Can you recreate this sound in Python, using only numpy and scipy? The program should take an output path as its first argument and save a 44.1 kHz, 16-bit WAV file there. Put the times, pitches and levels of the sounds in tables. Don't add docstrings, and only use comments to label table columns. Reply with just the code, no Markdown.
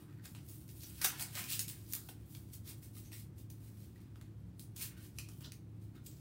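import sys
import numpy as np
from scipy import signal
from scipy.fft import rfft, irfft
from scipy.io import wavfile

SR = 44100
rng = np.random.default_rng(int(sys.argv[2]) if len(sys.argv) > 2 else 0)


def store_wav(level_fs):
    pcm = np.round(np.clip(np.atleast_2d(level_fs), -1, 1) * 32767)
    wavfile.write(sys.argv[1], SR, pcm.T.astype(np.int16))


def boost(x):
    u = np.asarray(x, float) / 20
    return 10 ** u


N = 273480


def rms_one(x):
    return x / np.sqrt(np.mean(x ** 2) + 1e-20)


def peak_one(x):
    return x / np.abs(x).max()


def at_hz(points, hz):
    table_hz, values = np.array(points).T
    return np.interp(np.log(hz), np.log(table_hz), values)


def resonate(x, hz, width_hz):
    r = np.exp(-np.pi * width_hz / SR)
    zeros = np.array([1, 0, -1]) * (1 - r * r) / 2
    poles = [1, -2 * r * np.cos(2 * np.pi * hz / SR), r * r]
    return signal.lfilter(zeros, poles, x)


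def bandpass(x, edges_hz):
    return signal.sosfilt(signal.butter(2, edges_hz, "band", fs=SR, output="sos"), x)


def colour(x, spectrum):
    hz = np.fft.rfftfreq(len(x), 1 / SR) + 1
    return irfft(rfft(x) * boost(at_hz(spectrum, hz)), len(x))


def split(x):
    body = bandpass(x, (450, 2700))
    middle = -bandpass(x, (2700, 8500))
    top = bandpass(x, (8500, 17500))
    return body, middle, top


def drift(rate_hz):
    r = np.exp(-2 * np.pi * rate_hz / SR)
    slow = signal.lfilter([1], [1, -2 * r, r * r], rng.standard_normal(N + SR))
    return rms_one(slow[SR:])


def room_tone():
    # frequency in Hz, density in dB per Hz.
    air = [(15, -73), (25, -49), (62, -10), (108, -11), (180, -12), (236, -17), (309, -17), (370, -22),
           (516, -36.5), (607, -52), (1050, -63), (1890, -58), (16000, -67.5)]
    # frequency in Hz, width in Hz, level in dB.
    hum = [(46, 3, -77), (69.5, 5, -63), (82, 7, -64), (103, 9, -62), (119, 6, -67), (138.5, 5, -59.5),
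           (175, 8, -63), (209, 9, -71), (236, 9, -72), (262, 4, -74), (304, 10, -67), (330, 6, -72),
           (361, 5, -77)]
    floor = boost(-53.5 - 6) * rms_one(colour(rng.standard_normal(N), air))
    modes = 0
    for hz, width_hz, db in hum:
        mode = resonate(rng.standard_normal(N + SR), hz, width_hz)[SR:]
        modes = modes + boost(db) * rms_one(mode)
    fan_hz, fan_db, sway_db = 107.25, -55, 1.5
    tone = np.sqrt(2) * np.sin(2 * np.pi * fan_hz * np.arange(N) / SR)
    return floor + modes + boost(fan_db + sway_db * drift(1.5)) * tone


def room(x):
    # frequency in Hz, time to fall 60 dB in seconds.
    decay = [(500, 0.38), (2000, 0.2), (6000, 0.23), (15000, 0.17)]
    walls_s, table_s = .0062, .0032
    walls_db, table_db = -2.5, -7.5
    t = np.arange(SR // 2) / SR
    tails = 0
    for low in 300 * 2. ** np.arange(6):
        band = bandpass(rng.standard_normal((4, len(t))), [low, 2 * low])
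        tails = tails + band * boost(-60 * t / at_hz(decay, low * np.sqrt(2)))
    tails = tails * np.clip((t - walls_s) / 0.00033, .06 * (t > table_s), 1)
    tails = boost(walls_db) * tails / np.sqrt(np.sum(tails ** 2, axis=1, keepdims=True))
    places = np.array([drift(3) for _ in tails])
    places = places / np.sqrt(np.sum(places ** 2, axis=0))
    table = boost(table_db) * np.pad(x, (round(table_s * SR), 0))[:N]
    walls = signal.fftconvolve(x * places, tails, axes=1)[:, :N].sum(axis=0)
    return table + walls


def knocks():
    # start in seconds, peak in dB, frequency in Hz, time to fall 60 dB in seconds.
    taps = [(.256, -54, 1010, 0.019), (1.046, -28, 1654, 0.027), (1.047, -31, 790, .035),
            (1.048, -33, 1150, .03), (1.048, -40, 400, .06), (2.089, -40, 800, 0.018),
            (2.087, -51, 1480, .025), (2.087, -47, 2650, 0.018), (2.094, -49, 450, 0.038),
            (2.351, -53.5, 2330, 0.027), (2.967, -57, 1230, .025), (2.97, -56, 2090, .025),
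            (3.131, -51, 1900, .03), (3.96, -60, 1950, 0.033), (4.158, -54, 1340, .012),
            (4.214, -57, 1340, .015), (5.186, -44, 2450, 0.023), (5.187, -50, 3950, .015),
            (5.288, -59, 1300, .02), (5.288, -60, 2900, .015), (2.088, -43, 3150, .014),
            (5.186, -50, 900, .015), (5.47, -56, 595, .04), (5.447, -46, 3500, 0.014),
            (2.535, -54, 3370, .01), (5.955, -65, 1284, .04)]
    out, t = np.zeros(N + 8192), np.arange(8192) / SR
    for s, db, hz, t60 in taps:
        at = round(s * SR)
        push = 1 - np.exp(-t * hz)
        out[at:at + 8192] += boost(db - 60 * t / t60) * push * np.sin(2 * np.pi * hz * t)
    return out[:N]


def hand():
    # height in seconds, slip hiss in dB,
    # time to fall 20 dB in seconds, body in dB, top in dB.
    jerks = [(0.0, -71, .1, 4, 8), (.245, -64, .03, -6, 6), (.488, -62, .03, -14, 13),
             (.349, -61, .11, -6, -4), (1.015, -43, .05, 2, 9), (1.0455, -32, .022, 0, 6),
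             (1.06, -51, .33, -1, -5), (1.196, -50, .1, -4, 5), (1.353, -52, .25, 0, 6),
             (1.594, -43, .03, -18, 8), (1.681, -49, .055, -12, 11), (1.934, -60, .11, 0, 16),
             (2.088, -60, .04, -6, 10), (3.116, -60, .03, -9, 3), (3.501, -64, .06, -18, 9),
             (4.599, -60, .012, -15, 10), (4.605, -65, .07, -21, 9), (4.762, -58, .1, -19, 8),
             (5.1875, -50, .011, -14, 8), (5.2, -64, .12, -16, 3), (5.284, -71, .2, -2, 10),
             (5.408, -66, .08, 3, 9), (5.521, -69, .07, -2, 9), (6.063, -60.5, .03, -26, 10)]
    tugs = [(.085, -78, .25, 7, 6), (.256, -54, .025, 1, 9), (.29, -72, .15, -12, 12),
            (.486, -65, .24, -12, 12), (.69, -65, .12, -18, 8), (1.495, -45.5, .15, -13, 4),
            (1.723, -64, .35, -5, 7), (2.14, -77, .6, -4, 4), (2.352, -66, .12, -6, 12),
            (2.54, -56, .032, -15, 11), (2.78, -72, .04, -12, 12), (1.185, -62, .03, -14, 12),
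            (2.832, -63.5, .08, -12, 10), (3.134, -54, .04, -14, 5), (3.959, -76, .3, 4, 2),
            (4.01, -74, .06, -2, 3), (4.16, -80, .1, 0, 9), (4.215, -74, .11, 2, 1), (4.91, -69, .1, 5, -4),
            (4.974, -67, .18, 2, 3), (5.38, -76, .06, -8, 12), (5.819, -72, .12, -19, 3),
            (5.955, -72, .06, 4, 2), (6.053, -69, .025, -14, 11), (6.1, -69, .35, -14, 6)]
    # height in seconds, slip hiss in dB,
    # time from there to 20 dB down in seconds, body in dB, top in dB.
    pulls = [(.46, -76, .06, -8, 12), (.63, -76, .08, -10, 6), (.78, -66, .06, -14, 10),
             (.835, -55, .065, -16, 5), (.89, -63, .06, -12, 8), (.98, -59, .09, -9, 5),
             (1.215, -45, .033, -10, 7), (1.391, -51, .09, -3, 7), (1.53, -44, .065, -26, 4),
             (1.92, -59, .06, -15, 10), (2.06, -68, .05, -18, 9), (2.32, -71, .08, -11, 13),
             (2.5, -71, .05, -18, 3), (2.69, -53.5, .05, -9, 5), (2.975, -63, .055, -12, 10),
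             (3.06, -64, .05, -16, 3), (3.18, -62, .075, -15, 7), (3.396, -69, .045, -19, 8),
             (3.66, -69, .1, -10, 6), (3.82, -71, .16, -12, 6), (4.83, -50, .06, -7, 9),
             (5.045, -65, .07, -23, 7), (5.17, -67, .04, -9, -1), (5.452, -58, .03, 0, -10)]
    jerk_rise_s, tug_rise_s = .0037, .023
    pull_roundness = 1.6
    moves = [(row, jerk_rise_s, 1) for row in jerks]
    moves += [(row, tug_rise_s, 1) for row in tugs]
    moves += [(row, row[2], pull_roundness) for row in pulls]

    t = np.arange(0, N + 32, 16) / SR
    rest_db = -87 + np.array([[-8], [0], [6]])
    power = np.ones((3, len(t))) * boost(rest_db) ** 2
    for (s, db, fall, body_db, top_db), rise, bend in moves:
        away = np.where(t < s, (s - t) / rise, (t - s) / fall)
        shape = boost(db - 20 * away ** bend)
        thinner_db = max(db + 42, 0)
        power += (shape * boost([[body_db - thinner_db], [0], [top_db]])) ** 2
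    return [np.interp(np.arange(N) / SR, t, row) for row in np.sqrt(power)]


def slips():
    slips_per_s, spread_db, clump_db = 6500, 2.7, 2.2
    largest = 2.8
    sizes = boost(spread_db * np.minimum(rng.exponential(1, N), largest)) * rng.choice([-1, 1], N)
    born = rng.random(N) < slips_per_s / SR
    return sizes * born * boost(clump_db * drift(150))


def taut_strip(x, hz):
    width_hz = 700
    out, state, r = np.zeros(N), np.zeros(2), np.exp(-np.pi * width_hz / SR)
    for i in range(0, N, 256):
        poles = [1, -2 * r * np.cos(2 * np.pi * hz[i] / SR), r * r]
        out[i:i + 256], state = signal.lfilter([1, 0, -1], poles, x[i:i + 256], zi=state)
    return rms_one(out)


def buzzes(grains):
    # height in seconds, level in dB, frequency in Hz,
    # width in Hz, time to fall 20 dB in seconds.
    flaps = [(.02, -72, 850, 500, .1), (.025, -72, 8800, 600, .04), (.095, -74, 1300, 500, .05),
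             (.197, -70, 1570, 500, .025), (.25, -72, 790, 200, .03), (.387, -72, 1980, 600, .015),
             (.693, -70, 2800, 400, .03), (.845, -59, 5600, 900, .05), (1.022, -58, 1400, 400, .04),
             (1.051, -37.5, 6200, 900, .012), (1.059, -38.5, 6600, 800, .008), (1.065, -52, 1400, 300, .1),
             (1.125, -63, 1000, 200, .06), (1.13, -62, 1700, 250, .08), (1.208, -58, 760, 250, .035),
             (1.218, -54, 3700, 900, .03), (1.362, -56, 1500, 900, .07), (1.395, -55, 2200, 450, .05),
             (1.425, -60, 2400, 250, .08), (1.487, -60, 2100, 700, .05), (1.535, -58, 2500, 500, .05),
             (1.64, -69, 2300, 300, .08), (1.726, -72, 1570, 250, .06), (1.96, -70, 1300, 250, .12),
             (2.052, -69, 3960, 500, .04), (2.66, -69, 3140, 500, .08), (3.055, -63, 6400, 500, .04),
             (3.055, -72, 5000, 500, .04), (3.135, -61, 8800, 1100, .03), (3.135, -60, 5900, 1500, .03),
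             (3.15, -74, 1950, 350, .12), (4.795, -63, 2250, 400, .08), (4.97, -78, 1400, 400, .06),
             (5.2, -64, 2580, 400, .07), (5.25, -70, 2450, 350, .1), (5.21, -65, 4100, 500, .06),
             (5.315, -73, 2950, 300, .06), (5.43, -66, 2800, 400, .05), (5.97, -78, 1300, 300, .08),
             (6.07, -64, 8200, 2000, .08)]
    crumples = [(.695, -61, 4200, 2500, .02), (.843, -53, 4600, 2000, .025),
                (1.056, -42, 11500, 3000, .015), (5.194, -56, 11000, 4000, .03),
                (5.196, -59, 3400, 1500, .04), (.812, -56, 4500, 2000, .03), (1.07, -48, 12300, 2000, .06),
                (1.603, -50, 13000, 2500, .04), (1.948, -57, 3400, 1200, .08), (3.2, -66, 12000, 3000, .02),
                (4.605, -66, 15300, 1000, .04), (4.606, -63, 11000, 3500, .05),
                (5.452, -52, 3500, 2000, .03), (5.968, -74, 3500, 250, .04)]
    rise_s = .025
    out, t = np.zeros(N + 16384), np.arange(-4096, 12288) / SR
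    for s, db, hz, width_hz, fall in flaps + crumples:
        at = max(round(s * SR) - 4096, 0)
        driven = np.resize(grains[at:], 16384)
        for _ in range(2):
            driven = resonate(driven, hz, 1.5 * width_hz)
        ring = rms_one(driven) * boost(db - 20 * np.where(t < 0, -t / rise_s, t / fall))
        skip = at + 4096 - round(s * SR)
        out[at:at + 16384 - skip] += ring[skip:]
    return out[:N]


def snaps():
    # start in seconds, crack peak in dB,
    # ring of the strip in Hz, knock in dB relative to the crack.
    tears = [(.8348, -47, 4060, -4), (1.0163, -33.5, 4930, -16), (1.035, -38, 14500, -20),
             (1.0461, -32, 5400, -9), (1.0572, -32, 6500, -26), (1.1964, -38.5, 3530, -13),
             (1.2232, -50, 2610, -8), (1.3533, -37, 5250, -3), (1.3596, -40, 1910, -5),
             (1.3743, -40, 1940, 2), (1.3782, -39, 2090, 4), (1.3924, -35, 2290, -5),
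             (1.4409, -40, 5860, -8), (1.5255, -41, 7190, -22), (1.5331, -33, 3810, -10),
             (1.5873, -41, 6460, -27), (1.5931, -27, 7060, -24), (1.681, -43, 3900, -18),
             (1.6837, -42, 3860, -26), (1.6987, -40, 4180, -20), (1.9249, -38, 14000, -25),
             (1.9346, -30, 13000, -28), (1.9357, -34, 15200, -15), (1.9434, -47, 14000, -15),
             (1.9513, -35, 15200, -18), (1.9663, -46, 15200, -15), (4.767, -42.5, 5040, -29),
             (4.8017, -44, 4390, -15), (4.8094, -42, 4050, -30), (4.8141, -40, 2620, -16)]
    ticks = [(.195, -72, 1660, 14), (.2566, -45, 5060, -8), (.3494, -49, 2660, 3), (.488, -55, 14000, -20),
             (.6798, -54, 13000, -25), (.6908, -52, 5730, -2), (.883, -52, 14000, -25),
             (2.0894, -49, 3270, -6), (2.0953, -58, 5900, -8), (2.3497, -46.5, 3460, -2),
             (2.5351, -52, 7240, -8), (2.8266, -62, 1960, -8), (2.9679, -57, 3600, -8),
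             (3.0592, -56, 6520, -23), (3.119, -49, 2560, 0), (3.1316, -50, 5680, -10),
             (3.139, -51, 5600, -12), (2.0925, -52, 3250, -4), (.387, -60, 2500, 0),
             (3.383, -57, 5120, -30), (3.5018, -49, 6800, -17), (3.9593, -63, 2090, -6),
             (4.1581, -58, 1270, 4), (4.213, -52, 1850, 4), (4.5951, -43, 9500, -20),
             (4.7635, -42, 7190, -12), (5.1865, -38, 2560, -8), (5.288, -48, 5430, -5),
             (5.4083, -57, 4670, -5), (5.4448, -53, 3010, 0), (5.455, -53, 3530, -8),
             (5.5203, -41, 6570, -6), (6.063, -49, 7400, -30), (6.0662, -46, 7150, -28)]
    more_snaps = [(1.0446, -33, 7000, -12), (1.0453, -33, 9500, -14), (1.0477, -30, 10500, -12),
                  (1.0501, -30, 4700, -14), (1.0512, -29, 13500, -12), (1.0593, -32, 6500, -15),
                  (1.0629, -38, 12500, -20), (1.1878, -46, 13000, -20), (1.2253, -37, 8800, -15),
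                  (1.5937, -31, 7000, -15), (1.8646, -56, 9000, -20), (2.3431, -55, 6000, -10),
                  (3.5023, -54, 9500, -20), (5.1856, -37, 5800, -10), (5.2918, -54, 9500, -15),
                  (5.5207, -46, 11000, -20), (6.0702, -52, 13500, -30), (6.1685, -60, 4600, -15),
                  (.7005, -58, 13500, -25), (2.0885, -53, 12500, -20)]
    out, t = np.zeros(N + 1024), np.arange(1024) / SR
    for s, crack_db, hz, knock_db in tears + ticks + more_snaps:
        crack = peak_one(rng.standard_normal(1024) * t * np.exp(-t / .00021))
        body, middle, top = map(peak_one, split(crack))
        ring = peak_one(resonate(crack ** 4, hz, hz * 0.14))
        top_db = -1.5 - .2 * knock_db
        ring_db = -6 + 11 * max(np.log2(hz / 8000), 0)
        snap = boost(0.5) * middle + boost(knock_db - 3) * body + boost(top_db) * top + boost(ring_db + 7) * ring
        at = round(s * SR)
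        out[at:at + 1024] += boost(crack_db) * snap
    return out[:N]


def peel():
    # frequency in Hz, density in dB per Hz.
    tape_colour = [(290, 9), (500, 5), (950, 9.5), (1400, 15), (2260, 14.5), (3400, 12.5), (4800, 11.5),
                   (7200, 6.5), (9200, 9.5), (10400, 7.5), (11800, 10), (13500, 8.5), (15300, 12.5),
                   (16000, 10)]
    grains = slips()
    body, middle, top = [rms_one(band) for band in split(colour(grains, tape_colour))]
    body_level, level, top_level = hand()
    taut_db = 20 * np.log10(level / body_level)
    octaves = taut_db / 22 + .15 * drift(4)
    hz = np.clip(3000 * 2 ** octaves, 1500, 7000)
    strip = boost(-21) * taut_strip(grains, hz)
    hiss = level * (middle + strip) + body_level * body + boost(1.2) * top_level * top
    return boost(-6) * hiss + buzzes(grains)


def scene():
    tape, cracks, taps = peel(), snaps(), knocks()
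    echoes = room(tape + boost(-.7) * cracks + boost(-7) * taps)
    return (tape + cracks + taps + echoes + room_tone())[None]


def top_cut(x):
    return signal.sosfilt(signal.butter(12, 16980, fs=SR, output="sos"), x)


def record(dry):
    rounded = .16 * np.tanh(dry / .16)
    mix = signal.sosfilt(signal.ellip(12, 1, 55, 15820, fs=SR, output="sos"), rounded)
    mix = signal.sosfilt(signal.butter(2, 36, "high", fs=SR, output="sos"), mix)
    return top_cut(mix)


dry = scene()
out = record(dry)
store_wav(out)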